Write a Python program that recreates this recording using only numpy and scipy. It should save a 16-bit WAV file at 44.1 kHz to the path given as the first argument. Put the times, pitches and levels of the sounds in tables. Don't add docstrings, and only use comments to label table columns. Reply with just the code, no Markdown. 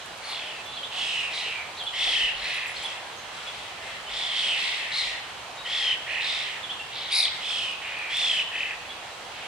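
import sys
import numpy as np
from scipy import signal
from scipy.fft import rfft, irfft, next_fast_len
from scipy.io import wavfile
from scipy.ndimage import uniform_filter1d, map_coordinates

SR = 44100
rng = np.random.default_rng(int(sys.argv[2]) if len(sys.argv) > 2 else 0)


def put_to_file(sound):
    columns = np.atleast_2d(sound).T
    safe = np.clip(columns, -1, 1)
    whole_steps = np.round(safe * 32767)
    wavfile.write(sys.argv[1], SR, whole_steps.astype(np.int16))


N = 417627

# (time [s], length [s], attack [s], release [s], relative level [dB], lower voice [dB],
# overtones [dB], time to top pitch [s], top pitch [Hz], end pitch [Hz], trill swing [share],
# crest accent [dB], deep-dip accent [dB], roughness [0-1], pan to the left [dB])
SCREECHES = [ (0.212, 0.18, 0.081, 0.07, -39, -6.5, -12, 0.048, 4420, 4190, 0.035, -1, 0, .25, 2.5),
             (.27, .35, 0.074, 0.28, -36.5, -11.5, -19, 0.031, 3807, 2557, .05, -3, 4, .38, -1),
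             (.905, 0.43, 0.1, .12, -31, -16, -13, 0.086, 3280, 2500, 0.085, 1.5, 4.5, 0.34, -3.5),
             (1.3, 0.2, 0.06, 0.12, -34, -6.5, -11, .06, 4045, 3770, 0.038, -3, 6, 0.4, 0),
             (1.391, 0.27, .09, 0.19, -33, -14, -19, 0.039, 2937, 2095, 0.064, 1.5, 2, 0.35, -3),
             (1.926, .41, .11, .1, -26, -10, -15, 0.11, 3480, 2740, 0.041, 0.5, 1, 0.31, -2),
             (2.339, 0.29, .1, 0.17, -37, -10, -22, .12, 4110, 3500, 0.11, 0, -4, 0.5, 1),
             (2.406, .33, 0.068, .18, -31, -5.5, -17, 0.081, 2940, 2603, .09, -4.5, 10, 0.21, -2),
             (2.729, 0.29, 0.028, 0.1, -39.5, -7, -9.5, 0.039, 3910, 2847, .11, -5, -2, 0.46, 0),
             (3.269, 0.52, 0.13, 0.14, -44.5, -10, -11, .12, 3310, 2795, .15, 0, 0, 0.92, 5),
             (3.77, 0.23, .1, 0.066, -41.5, -4.5, -14, 0.086, 3010, 2653, 0.17, 2, 0, .9, 2),
             (4.081, 0.29, 0.098, 0.069, -32, -10.5, -14, 0.11, 3516, 3140, 0.063, 2, -18, 0.47, -2),
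             (4.3, .31, 0.086, 0.06, -28, -14.5, -15, 0.072, 3400, 2700, 0.084, 1, 1, .42, -3),
             (4.548, 0.43, 0.054, 0.41, -29.5, -8.5, -14, 0.076, 3566, 2590, 0.18, -4, 2, 0.67, -2),
             (4.904, 0.15, .09, .05, -28, -11.5, -15, .08, 4210, 3690, 0.059, 2, -6, 0.33, 1),
             (4.97, 0.24, .05, 0.15, -33.5, -5, -12.5, 0.043, 3804, 2890, .12, -3, 3, 0.67, -3),
             (5.644, 0.32, 0.17, .045, -27, -10.5, -16, 0.13, 3420, 2907, 0.036, 3.5, 2.5, 0.26, -1),
             (6.057, 0.21, 0.065, 0.077, -29.5, -7, -22.5, 0.11, 2903, 2750, 0.081, -.5, 14, 0.25, -1.5),
             (6.19, .42, 0.088, 0.29, -31.5, -9, -15, .1, 3695, 2392, .14, 2, -7, 0.56, -3),
             (6.901, 0.26, .07, 0.046, -36.5, -9, -30, 0.073, 3870, 3650, 0.11, -2, 2, 0.46, 0),
             (7.103, .2, 0.058, 0.12, -22.5, -11, -15.5, .095, 4844, 3780, .12, -3, 6.5, 0.21, 1),
             (7.283, 0.16, .03, .05, -42, 0, -11, 0.033, 3425, 2930, .12, 0, 0, .7, -3),
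             (7.401, 0.37, 0.098, 0.13, -30, -20, -13.5, 0.078, 3427, 2660, 0.079, 2, 3, 0.26, -2),
             (7.808, 0.35, 0.047, 0.035, -36, -9, -35, 0.048, 2680, 2410, 0.066, -2, -15, 0.44, -3),
             (8.09, 0.35, 0.12, .04, -26.5, -12, -13.5, .12, 3535, 2800, .04, 4, 5, 0.24, -1),
             (8.507, .25, 0.044, 0.11, -31.5, -6.5, -24, 0.097, 3045, 2595, .08, 0.5, 14.5, 0.14, -1),
             (9.294, 0.2, .13, .03, -43, -17, -28, 0.064, 2690, 2880, 0.17, 4, 0, 0.83, -1), ]
# (frequency [Hz], gain [dB])
THROAT_EQ = [(1000, -45), (1500, -5.5), (1850, 1.5), (4600, 2.5), (5600, 4.5), (7500, -22)]
BEAK_EQ = [(1500, -40), (3800, -3), (4650, -2), (5250, 6.5), (6300, -0.5), (7300, 0.5), (8500, 1),
           (10300, -9.5), (12500, -25)]
SHRILL_EQ = [(6000, -46), (8000, -34), (9300, -7), (10200, -10), (10700, -12), (11500, -36)]
NASAL_EQ = [(3900, -4), (4600, -5), (5200, 4.5), (5700, -1), (6300, -7)]
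RASP_EQ = [(3200, 2.5), (4200, 2), (4700, -0.5), (6500, -24)]
# (time [s], length [s], start [Hz], middle [Hz], end [Hz], relative level [dB])
WHISTLE_CUES = [ (0.642, 0.11, 3480, 3450, 3520, -37), (.72, 0.061, 3500, 4020, 4300, -37),
                (0.758, 0.044, 3700, 3300, 3150, -30.5), (.826, .03, 2900, 3290, 3730, -26.5),
                (1.765, 0.034, 3300, 4020, 4270, -32), (1.792, 0.037, 3700, 3300, 3100, -28),
                (1.855, 0.042, 2900, 3460, 2650, -25.5), (2.754, 0.023, 3700, 4270, 4380, -32),
                (2.834, 0.043, 3100, 3440, 3070, -29), (3.162, .04, 6430, 6400, 6450, -46),
                (3.466, 0.033, 3350, 3390, 3380, -32), (4.065, .035, 3000, 3050, 2980, -31),
                (5.561, .09, 3800, 3780, 3820, -40), (6.627, 0.03, 3750, 3390, 3250, -28.5),
                (6.691, 0.034, 3000, 3290, 3620, -24.5), (6.718, 0.047, 3100, 2880, 3010, -35),
                (6.79, 0.04, 2700, 2755, 2700, -31.5), (8.89, 0.042, 3340, 3370, 3460, -34), ]
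# (time [s], start pitch [Hz], relative level [dB])
CHIP_CUES = [ (.056, 12400, -55), (.172, 12300, -55), (.296, 12000, -47), (.314, 10900, -51),
             (.655, 12900, -55), (1.831, 11400, -48), (2.432, 11500, -53), (2.484, 10900, -49),
             (2.538, 12100, -50), (2.557, 10900, -45), (2.663, 12700, -51), (2.674, 8600, -43),
             (2.688, 11700, -47), (2.707, 11300, -46), (2.822, 8600, -48), (2.833, 11900, -45),
             (2.856, 11100, -47), ]
# (time [s], relative level [dB])
SNAP_CUES = [(0.0593, -40), (7.9882, -33), (8.1702, -26)]
KNOCK_CUES = [(1.47, -34), (2.08, -33)]
# (time [s], half length [s], relative level [dB])
PUFF_CUES = [(2.08, 0.043, -48), (2.243, 0.045, -49), (2.39, 0.057, -54), (4.15, 0.054, -59),
             (5.11, .06, -59)]
# (frequency [Hz], gain [dB])
SNAP_EQ = [(2000, -22), (6000, -3), (9500, 3), (12500, -17), (15000, -25)]
KNOCK_EQ = [(150, -22), (330, -15), (450, 3), (560, -9), (720, 4.5), (1300, -24), (4000, -70)]
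SCRUB_EQ = [(2000, 0), (4500, 1), (8000, 9)]
PUFF_EQ = [(12, -20), (25, -8), (48, 0), (75, -18), (130, -60), (600, -120)]
RUSH_EQ = [(22, -47), (38, -13.5), (118, -10.5), (264, -14), (291, -13.5), (384, -10), (620, -4), (758, -1),
           (2070, -7.5), (3260, -5.5), (3600, -9.5), (3990, -9), (5260, -16), (8270, -19.5), (15500, -40)]
# (frequency [Hz], left-right correlation [-1 to 1])
RUSH_CORRELATION = [(60, 0.964), (130, 1), (290, 0.78), (640, 0.76), (1410, 0.41), (3100, 0.41),
                    (6820, -0.071), (15000, -0.0041)]
# (frequency [Hz], time to fall 60 dB [s])
TREE_DECAY = [(500, 1), (3000, 0.82), (6000, 0.51), (11000, 0.083)]


def screech(row, trill_hz=78.65, throat_hz=2520, plunge_hz=950, rasp_ratio=1.24):
    length, attack, release, level_db, lower_db, overtone_db = row[:6]
    top_s, top_hz, end_hz, swing, crest_db, accent_db, rough = row[6:]
    t = np.arange(0, length, 1 / SR)
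    n = len(t)
    effort_db, pitch, gape_db = gesture(t, length, attack, release, top_s, top_hz, end_hz)
    past_middle = t / length - .5
    rough = np.clip(rough * (1 - .47 * past_middle), 0, 1)
    trill = phase(trill_hz * (1 + .012 * wobble(40, n)))
    crest = -np.cos(trill + .6 * wobble(150, n))
    dip = np.cos(trill / 4) ** 24
    bottom_hz = np.clip(throat_hz, pitch - plunge_hz, .95 * pitch)
    pop_db = accent_db + 6 * past_middle
    accent = amp(crest_db * crest + pop_db * dip ** 3 - 10 * dip * (1 - dip) + 1.8 * wobble(170, n))
    upper_hz = (1 - dip) * pitch * (1 + swing * (crest - .5)) + dip * bottom_hz
    lower_hz = 1990 * (pitch / 3100) ** .35
    upper = phase(upper_hz * (1 + .0496 * rough * wobble(900, n)))
    lower = phase(lower_hz * (1 - .08 * np.sin(trill) + .0718 * wobble(900, n)))
    shake = lambda: wobble(1100, n) + .55 * wobble(3400, n)
    flutter = lambda angle: np.sin(angle) * shake() + np.cos(angle) * shake()
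    upper_voice = unit((1 - rough) * unit(accent * np.sin(upper)) + (rough + .03) * flutter(upper))
    lower_voice = unit(np.sin(lower) * amp(1.8 * wobble(245.4, n) - 1.1 * crest - 6.8 * dip))
    blend = np.clip(amp(lower_db - .66 * effort_db), 0, .8)
    body = coloured(np.sqrt(1 - blend ** 2) * upper_voice + blend * lower_voice, THROAT_EQ)
    sum_tones = np.sin(2 * upper) + np.sin(2 * upper + lower) / 2
    overtones = unit(coloured(sum_tones + 4.6 * rng.standard_normal(n), BEAK_EQ))
    shrill = coloured(np.sin(2 * upper) * (1 + .62 * shake()), SHRILL_EQ)
    nasal = coloured(amp(-12) * np.sin(2 * lower) + amp(-15.5) * np.sin(upper + lower), NASAL_EQ)
    rasp = amp(-10.5) * coloured(unit(flutter(rasp_ratio * upper)), RASP_EQ)
    opening = amp(gape_db) * min(amp(overtone_db + 16.5), 1)
    voice = body + shrill + opening * (nasal + rasp) + amp(overtone_db + gape_db) * overtones
    fade = np.clip(np.minimum(t, length - t) / .015, 0, 1)
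    return amp(level_db + effort_db) * fade * voice


def gesture(t, length, attack, release, top_s, top_hz, end_hz, ease=1.44, widest_at=.38):
    ramp = lambda x: np.clip(x, 0, 1)
    effort_db = -9 * ramp(1 - t / attack) ** ease - 9.5 * ramp(1 - (length - t) / release) ** ease
    scoop_hz = top_hz * (1 - .12 * ramp(1 - t / top_s) ** 2)
    glide_hz = (end_hz - top_hz) * ramp((t - top_s) / (length - top_s)) ** 1.15
    gape_db = -4.5 * (2 * (t / length - widest_at)) ** 2
    return effort_db, scoop_hz + glide_hz, gape_db


def screeching_birds(right_lead_s=32e-6):
    direct, reflected = np.zeros((2, N)), np.zeros((2, N))
    for start, *row, pan_db in SCREECHES:
        rough = row[-1]
        call = amp(-2.5 * rough) * screech(row)
        wet = amp(10 * rough) * (amp(-12.5) * scrub(call) + amp(-12) * trees(call))
        for side, sign in enumerate((1, -1)):
            add(direct[side], start, amp(sign * pan_db / 2) * call)
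            add(reflected[side], start, wet[side])
    lead_s = right_lead_s / 2 * np.array([[-1], [1]])
    return filtered(direct, lambda hz: np.exp(2j * np.pi * hz * lead_s)) + reflected


def whistles():
    out = np.zeros(N)
    for start, length, *pitches, db in WHISTLE_CUES:
        u = np.linspace(0, 1, round(length * SR))
        glide_hz = np.polyval(np.polyfit([0, .5, 1], pitches, 2), u)
        tone = np.sin(phase(glide_hz * (1 + .01 * wobble(660, len(u)))))
        hoarse = 1 + .45 * wobble(1600, len(u))
        add(out, start, amp(db) * np.abs(np.sin(np.pi * u)) ** .5 * hoarse * tone)
    return out


def chips(length_s=.014, drop=.13):
    out, u = np.zeros(N), np.linspace(0, 1, round(length_s * SR))
    for start, start_hz, db in CHIP_CUES:
        plunge_hz = start_hz * (1 - drop * (1 - (1 - u / .85) ** 2))
        tone = np.sin(phase(plunge_hz * (1 + .011 * wobble(1560, len(u)))))
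        add(out, start, amp(db) * np.sin(np.pi * u) * tone)
    return out


def ground(snap_t60_s=.011, knock_t60_s=.15):
    out, t = np.zeros(N), np.arange(SR // 4) / SR
    for start, db in SNAP_CUES:
        snap = unit(coloured(rng.standard_normal(len(t)), SNAP_EQ))
        add(out, start, amp(db - 4) * snap * amp(-60 * t / snap_t60_s))
    knock_envelope = (1 - np.exp(-t / .0069)) * amp(-60 * t / knock_t60_s)
    for time, db in KNOCK_CUES:
        knock = unit(coloured(rng.standard_normal(len(t)), KNOCK_EQ))
        add(out, time - .015, amp(db) * knock * knock_envelope)
    return out


def scrub(x, t60_s=.055):
    t = np.arange(SR * 3 // 4) / SR
    spray = rng.standard_normal((2, len(t))) * amp(-60 * t / t60_s)
    spray = coloured(spray / np.linalg.norm(spray[0]), SCRUB_EQ)
    return signal.fftconvolve(x[None], spray, axes=1)


def trees(x, onset_s=.0037):
    n = SR * 3 // 4
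    hz, t, noise = signal.stft(rng.standard_normal((2, n)), SR, nperseg=256)
    envelope = amp(-60 * t / along(TREE_DECAY, hz)[:, None]) * (1 - np.exp(-t / onset_s))
    tail = signal.istft(noise * envelope, SR, nperseg=256)[1]
    return signal.fftconvolve(x[None], tail[:, :n] / np.linalg.norm(tail[0]), axes=1)


def outdoor_rush(ripple_db=.96):
    noise = signal.stft(rng.standard_normal((2, N)), nperseg=512)[2]
    ripple = uniform_filter1d(rng.standard_normal(noise.shape[1:]), size=6, axis=0)
    ripple = uniform_filter1d(ripple, size=16, axis=1)
    pair = signal.istft(noise * amp(ripple_db * unit(ripple)), nperseg=512)[1][:, :N]
    width = lambda hz: np.arccos(along(RUSH_CORRELATION, hz)) / 2
    split = lambda hz: np.array([np.cos(width(hz)), np.sin(width(hz))])
    mid, side = filtered(pair, lambda hz: amp(along(RUSH_EQ, hz)) * split(hz))
    return unit(np.array([mid + side, mid - side])) * amp([[-40], [-38]])


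def air_puffs():
    t = np.arange(N) / SR
    swells = sum(amp(db) * np.exp(-((t - time) / width) ** 2) for time, width, db in PUFF_CUES)
    rumble = unit(coloured(rng.standard_normal(N), PUFF_EQ))
    return swells * rumble * amp([[-5], [3]])


def amp(db):
    return 10 ** (np.asarray(db) / 20)


def unit(x):
    return x / np.sqrt(np.mean(x ** 2) + 1e-20)


def along(points, hz):
    freqs, values = np.transpose(points)
    return np.interp(np.log(hz + 1), np.log(freqs + 1), values)


def wobble(rate, size):
    knots = rng.standard_normal(int(size * rate / SR) + 4)
    return map_coordinates(knots, [np.arange(size) * rate / SR])


def filtered(x, response):
    n = x.shape[-1]
    padded = next_fast_len(n + 8192)
    return irfft(rfft(x, padded) * response(np.fft.rfftfreq(padded, 1 / SR)), padded)[..., :n]


def coloured(x, eq):
    return filtered(x, lambda hz: amp(along(eq, hz)))


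def phase(hz):
    return 2 * np.pi * np.cumsum(hz) / SR


def add(track, start_s, sound):
    part = track[max(round(start_s * SR), 0):][:len(sound)]
    part += sound[:len(part)]


def scene():
    callers = amp(-1) * screeching_birds()
    small_birds = chips() + amp(-4) * whistles()
    scattered = amp(-6.5) * scrub(small_birds) + amp(-5) * trees(small_birds)
    details = (small_birds + ground()) * amp([[-1.6], [0]])
    return callers + details + scattered[:, :N] + outdoor_rush() + air_puffs()


def record(dry, cutoff_hz=15800):
    return filtered(dry, lambda hz: hz < cutoff_hz)


dry = scene()
out = record(dry)
put_to_file(out)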